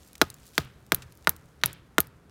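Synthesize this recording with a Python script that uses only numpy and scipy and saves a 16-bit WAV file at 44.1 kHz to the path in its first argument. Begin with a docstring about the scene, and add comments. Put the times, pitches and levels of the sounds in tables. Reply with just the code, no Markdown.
"""A hafted stone axe chops a thin standing trunk in a wood, six blows close to the microphone.
Each blow is a dry knock of struck modes with a noise crack of fibres; within a few ms the edge bites
and the trunk thuds, and it bends under the load. After the later blows something hard, probably the
stone in its haft, clicks on the rebound. Chips patter on dead leaves as short noise bursts close by;
the leaf litter and, farther off, the trees return diffuse noise tails over a low outdoor rumble."""
import sys
import numpy as np
from scipy import signal
from scipy.fft import rfft, irfft
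from scipy.io import wavfile

SR = 44100
rng = np.random.default_rng(int(sys.argv[2]) if len(sys.argv) > 2 else 0)


def materialize(psi):
    """Save the field psi as 16-bit PCM at rate SR to the path in sys.argv[1].

    A 1-D psi becomes a single channel; in a 2-D psi each row is a channel.
    """
    bounded = np.clip(np.atleast_2d(psi).T, -1, 1)
    quanta = np.round(bounded * 32767).astype(np.int16)
    wavfile.write(sys.argv[1], SR, quanta)


N = 101430
T = np.arange(N) / SR
BLOW_SIZE = 8192  # samples in one blow or click
CRACKLE_T60_S = 0.0018  # one tiny snap, in leaves or in wood


def from_db(db):
    """Decibels to gain."""
    return 10 ** (np.asarray(db) / 20)


def rms_one(x):
    """Scale to unit rms."""
    return x / np.sqrt(np.mean(x ** 2) + 1e-20)


def bin_hz(size):
    """Spectrum frequencies, with the lowest raised to 1 Hz so that it has a logarithm."""
    return np.maximum(np.fft.rfftfreq(size, 1 / SR), 1)


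def at_hz(rows, hz):
    """Read the levels of a table on a log-frequency axis."""
    rows = np.array(rows)
    return np.interp(np.log(hz), np.log(rows[:, 0]), rows[:, 1])


def colour(x, spectrum):
    """Give a noise the spectrum of a table."""
    return irfft(rfft(x) * from_db(at_hz(spectrum, bin_hz(len(x)))), len(x))


def dying(t60, size=N):
    """Exponential decay from 1, down 60 dB after t60 seconds."""
    return np.exp(-np.minimum(np.log(1000) * T[:size] / t60, 60))


def cut(x, hz, kind, order):
    """Causal low- or high-pass."""
    return signal.sosfilt(signal.butter(order, hz, kind, fs=SR, output="sos"), x)


def delayed(x, s):
    """The same stretch of sound starting s seconds later."""
    i = np.arange(len(x))
    return np.interp(i - s * SR, i, x, left=0, right=0)


def add(out, x, s):
    """Mix a sound in at time s."""
    i = max(int(s * SR), 0)
    out[i:i + len(x)] += x[:max(N - i, 0)]


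def ring(modes, pitch):
    """Struck modes as dying sines."""
    out = np.zeros(BLOW_SIZE)
    for hz, db, t60 in modes:
        out += from_db(db) * np.sin(2 * np.pi * hz * pitch * T[:BLOW_SIZE]) * dying(t60, BLOW_SIZE)
    return out


def burst(spectrum, t60, size=BLOW_SIZE):
    """A sudden spray of coloured noise that dies away."""
    return rms_one(colour(rng.standard_normal(size), spectrum)) * dying(t60, size)


def splintered(x, db):
    """Splitting fibres lift the upper middle of a sound, around 3.5 kHz."""
    centre_hz, octaves = 3500, 0.4  # octaves to each side
    edges = centre_hz * 2.0 ** (octaves * np.array([-1, 1]))
    band = signal.sosfilt(signal.butter(1, edges, "band", fs=SR, output="sos"), x)
    return x + (from_db(db) - 1) * band


def outdoor_air():
    """Steady noise, strongest in the lows: the rumble of the open air."""
    # spectrum of the rumble: (f/Hz, level/dB)
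    air_spectrum = [(20, -31.5), (40, -9), (65, 7.5), (100, -3.5), (140, 0), (220, -4.5), (400, -8.5),
                    (800, -16), (1400, -17), (2800, -27.5), (6000, -35), (12000, -37.5), (16000, -47)]
    level_db = -57
    return from_db(level_db) * rms_one(colour(rng.standard_normal(N), air_spectrum))


def forest():
    """The trees' slow answer to one blow: noise bands that swell, then die at their own rates."""
    # wash from the trees: (f/Hz, level/dB, t60/s)
    wash_bands = [(25, -48, 1), (75, -22, 0.49), (103, -31.5, 1), (127.8, -14.5, 0.5), (240, -30.5, 0.29),
                  (360, -32.5, 0.43), (700, -35, 0.25), (1460, -37.5, 0.49), (3280, -49, 0.46),
                  (6400, -51.5, 0.3), (13000, -56, 0.32), (17000, -57.5, .2)]
    rise_s = 0.015
    grain_db, grain_s = 1.5, 0.002  # separate trunks answer at separate moments
    hz = bin_hz(N)
    centres = np.log(np.array(wash_bands)[:, 0])
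    noise = rfft(rng.standard_normal(N)) * from_db(at_hz(wash_bands, hz))
    echo = np.zeros(N)
    for (_, _, t60), pick in zip(wash_bands, np.eye(len(wash_bands))):
        band = np.interp(np.log(hz), centres, pick)  # overlapping triangles
        echo += irfft(noise * band, N) * dying(t60)
    smoothing = np.exp(-((T[:2048] - T[1024]) / grain_s) ** 2)
    grain = rms_one(signal.fftconvolve(rng.standard_normal(N), smoothing, "same"))
    return echo * (1 - np.exp(-T / rise_s)) * rms_one(from_db(grain_db * grain))


def leaves():
    """Stirring leaves: small random crackles over a soft rustle."""
    # level of the stirring: (t/s, level/dB)
    rustle_level = [(0, -60.5), (.2, -67), (.36, -66.5), (.44, -60.5), (.48, -60.5), (.52, -62.5),
                    (.56, -54.5), (.66, -73), (.8, -71.5), (1.2, -68), (1.5, -72), (1.9, -77), (2.3, -80)]
    # spectrum of the leaves: (f/Hz, level/dB)
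    leaf_spectrum = [(800, -8), (2500, -1), (6500, 0), (10000, -3), (15000, -6), (16500, -16)]
    crackles_per_s, spread_db = 750, 2.8
    share = 0.6  # of the power in crackles, the rest steady
    sizes = from_db(spread_db * np.minimum(rng.exponential(1, N), 4))
    sizes = sizes * (rng.random(N) < crackles_per_s / SR)
    power = signal.fftconvolve(sizes ** 2, dying(CRACKLE_T60_S, 2048) ** 2)[:N]
    power = np.maximum(power, 0)
    grains = rng.standard_normal(N) * np.sqrt(1 - share + share * power / power.mean())
    level = from_db(np.interp(T, *np.transpose(rustle_level)))
    return level * rms_one(colour(grains, leaf_spectrum))


def litter(x):
    """Quick diffuse return from the leaf litter close by: a short noise tail on every near sound."""
    # spectrum of the scatter: (f/Hz, level/dB)
    scatter_spectrum = [(100, -30.5), (400, -11.5), (1200, -10), (3000, -25), (7000, -24), (15000, -21)]
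    t60_s, rise_s = 0.054, 0.0012
    shape = dying(t60_s) * (1 - np.exp(-T / rise_s))
    shape = shape / np.sqrt(np.sum(shape ** 2))
    return signal.fftconvolve(x, colour(rng.standard_normal(N), scatter_spectrum) * shape)[:N]


def chips():
    """Chips and twigs tick on dead leaves, each a brief noise burst around its own frequency."""
    # landings: (t/s, level/dB, t60/s, centre f/Hz)
    landings = [(0.0475, -54, 0.012, 8060), (0.0748, -51.5, 0.041, 8000), (.1311, -42, 0.0089, 6960),
                (0.1541, -38, .014, 3460), (.156, -45, 0.0092, 9000), (0.18, -40, 0.0086, 7000),
                (.3016, -33, 0.014, 7400), (0.342, -38.5, 0.0096, 7070), (.3662, -52.5, 0.005, 10000),
                (0.4545, -50, 0.0087, 8000), (0.466, -50, 0.051, 6800), (.478, -45, .01, 7000),
                (.489, -51, 0.01, 9000), (.5565, -49, .008, 3000), (0.6488, -45, .008, 10000),
                (.865, -50, .012, 9100), (1.0215, -42, 0.046, 3240), (1.0235, -62, .025, 7040),
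                (1.1226, -47, 0.013, 5800), (1.153, -45, 0.0027, 7940), (1.1735, -46, 0.0096, 10100),
                (1.2253, -52, .008, 5980), (1.2448, -47.5, 0.0052, 9800), (1.248, -45, 0.011, 2550),
                (1.3642, -40.5, 0.011, 9820), (1.4578, -53.5, 0.006, 7000), (1.6141, -51.5, 0.031, 2470),
                (1.7300, -35, 0.016, 12700), (2.0708, -40.5, .008, 12000), (2.296, -51.5, 0.0094, 2435)]
    width_octaves = 1.0  # half power this far to each side
    out, hz = np.zeros(N), np.geomspace(200, SR / 2, 20)
    for s, db, t60, centre_hz in landings:
        power = 1 / (1 + (np.log2(hz / centre_hz) / width_octaves) ** 4)  # flat-topped bump
        spectrum = np.column_stack([hz, 10 * np.log10(power)])
        add(out, from_db(db) * burst(spectrum, t60, size=2048), s)
    return out


def rebound_clicks():
    """Something hard clicks on the rebound: a very short, glassy ring with a little grit."""
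    # clicks: (t/s, level/dB, pitch ratio)
    click_times = [(0.9465, -3.5, 1.15), (1.2936, 0.5, 1.097), (1.6595, -3, 1.06), (2.004, 0.5, 1.136)]
    # glassy ring: (f/Hz, level/dB, t60/s)
    click_modes = [(3690, -18.5, 0.0039), (5840, -20, 0.0059), (9770, -15.5, .003), (10880, 0.5, 0.0025),
                   (14600, -17, .003)]
    # spectrum of the grit: (f/Hz, level/dB)
    grit_spectrum = [(1000, -18), (3200, -15.5), (7500, -18), (10500, -9), (12000, -18), (13300, -12),
                     (15000, -4.5), (17000, -11)]
    grit_db, grit_t60_s = -20.5, 0.019
    out = np.zeros(N)
    for s, db, pitch in click_times:
        grit = from_db(grit_db) * burst(grit_spectrum, grit_t60_s)
        add(out, from_db(db) * (ring(click_modes, pitch) + grit), s)
    return out


def fibres():
    """A dying sprinkle of tiny snaps from the fresh cut."""
    # spectrum of the snaps: (f/Hz, level/dB)
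    snap_spectrum = [(800, -16), (2500, 1), (5000, 0), (9000, -8), (14000, -1.5), (17000, -15)]
    level_db, t60_s, snaps_per_s = -43.5, 0.15, 730
    snaps = rng.uniform(0, 1, BLOW_SIZE) * (rng.random(BLOW_SIZE) < snaps_per_s / SR)
    envelope = signal.fftconvolve(snaps, dying(CRACKLE_T60_S, BLOW_SIZE))[:BLOW_SIZE]
    grains = envelope * rng.standard_normal(BLOW_SIZE)
    return from_db(level_db) * rms_one(colour(grains, snap_spectrum)) * dying(t60_s, BLOW_SIZE)


def bend():
    """A thump that sweeps downward, as the low notes of the trunk's bending wave travel slowest."""
    # bending wave of the trunk: (f/Hz, level/dB)
    bend_spectrum = [(25, -9), (50, 7.5), (82, 18), (106, 9), (128, 21), (170, 17), (222, 4.5), (330, 2.5),
                     (520, -4), (800, -15.5), (2000, -48)]
    cycles_late, max_delay_s = 2.3, 0.026  # each frequency lags by this many of its own cycles
    hz = bin_hz(BLOW_SIZE)
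    delay = np.minimum(cycles_late / hz, max_delay_s)
    phase = 2 * np.pi * np.cumsum(delay) * SR / BLOW_SIZE  # delay summed over frequency
    return irfft(from_db(at_hz(bend_spectrum, hz)) * np.exp(-1j * phase), BLOW_SIZE)


def struck(modes):
    """The modes as one blow excites them: each lands on a different spot, so levels vary."""
    spread_db = 1.5
    return [(hz, db + rng.uniform(-spread_db, spread_db), t60) for hz, db, t60 in modes]


def hollow(x):
    """A partial notch in the wood's response, between the trunk's thud and the knock."""
    notch_hz, q, depth = 806, 4.3, 0.67
    b, a = signal.iirnotch(notch_hz, q, fs=SR)
    return x + depth * (signal.lfilter(b, a, x) - x)


def blow(knock_db, pitch, bright_hz, crack_db, splinter_db, bite_s, bite_db, thud_db, bend_db):
    """First contact, then within a few ms a second knock as the edge bites and a thud of the trunk,
    which bends under the load."""
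    # wood at the cut: (f/Hz, level/dB, t60/s)
    knock_modes = [(963, -12.5, .011), (1445, -5, .0075), (1807, 0, 0.0037), (2395, -12.5, 0.0027),
                   (3037, -1, 0.0021), (3668, -15, 0.0078), (4330, -21.5, 0.002), (6160, -29.5, .004)]
    # trunk and haft ringing: (f/Hz, level/dB, t60/s)
    thud_modes = [(297, -27, 0.03), (350, -16.5, .028), (460, -21.5, 0.023), (680.4, -19.5, 0.026),
                  (830, -23, 0.018), (1101, -36.5, .02), (1250, -30, 0.073)]
    # spectrum of the cracking fibres: (f/Hz, level/dB)
    crack_spectrum = [(100, -26), (400, -19.5), (900, -7.5), (1800, 2), (3800, -0.5), (6000, 3.5),
                      (9000, -2), (14000, 0.5), (17000, -10.5)]
    crack_t60_s, thud_delay_s = 0.012, 0.0028
    bite_crack_db, bite_splinter_db = -3.5, 8  # the edge splits fibres as it bites

    knock = cut(ring(struck(knock_modes), pitch), bright_hz, "low", order=1)
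    knock = from_db(knock_db) * cut(knock, 667, "high", order=3)
    first_crack = from_db(crack_db) * burst(crack_spectrum, crack_t60_s)
    second_crack = from_db(crack_db) * burst(crack_spectrum, crack_t60_s)
    bite_crack = from_db(bite_crack_db) * splintered(second_crack, bite_splinter_db)
    bite = from_db(bite_db) * (knock + bite_crack)

    thud = cut(ring(struck(thud_modes), 1), 1050, "low", order=1)
    thud = from_db(thud_db) * cut(thud, 241, "high", order=3)
    chop = splintered(knock + first_crack + fibres() + delayed(bite, bite_s), splinter_db)
    return hollow(chop + delayed(thud, thud_delay_s)) + from_db(bend_db) * bend()


def scene():
    """Blows, clicks and chips close by, with the litter, the trees, the leaves and the air around."""
    # blows: (t/s, knock level/dB, knock pitch ratio, contact brightness f/Hz, crack level/dB,
    # splintering lift/dB, bite delay/s, bite level/dB re knock and crack, thud level/dB,
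    # bend level/dB, wash level/dB)
    axe_blows = [(.2152, 1.5, 1.053, 3000, -10, 4.5, 0.0036, -7, 6.5, 0.5, 1),
                 (0.5798, -8, 1.12, 4480, -17, 8.5, .0030, -25, -1, 2.5, 2.5),
                 (0.9203, -4, 1.09, 5020, -12.5, 1.5, 0.0018, -14, -2, -0.5, 4.5),
                 (1.2725, -1, 1.03, 3470, -16, -2, 0.0034, -14.5, -5, 2, 2),
                 (1.6365, -9, 1.04, 5050, -22, 11.5, .0032, -16.5, -11.5, 0.5, 3),
                 (1.9823, -2.5, 0.99, 5000, -12, 0, 0.0029, -8.5, 3.5, 3, 1)]
    axe, wash = np.zeros(N), np.zeros(N)
    for (s, knock_db, pitch, bright_hz, crack_db, splinter_db,
         bite_s, bite_db, thud_db, bend_db, wash_db) in axe_blows:
        one_blow = blow(knock_db, pitch, bright_hz, crack_db, splinter_db,
                        bite_s, bite_db, thud_db, bend_db)
        add(axe, one_blow, s)
        add(wash, from_db(wash_db) * splintered(forest(), splinter_db), s)
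    near = axe + rebound_clicks() + chips()
    return (near + litter(near) + wash + leaves() + outdoor_air())[None]


def record(dry):
    """The microphone's end: the loudest peaks are rounded and the top is cut."""
    overload, cutoff_hz = 0.85, 16300  # overload as a share of full scale
    rounded = dry / (1 + (dry / overload) ** 4) ** 0.25
    return signal.sosfilt(signal.ellip(8, 0.2, 70, cutoff_hz, fs=SR, output="sos"), rounded)


dry = scene()
out = record(dry)
materialize(out)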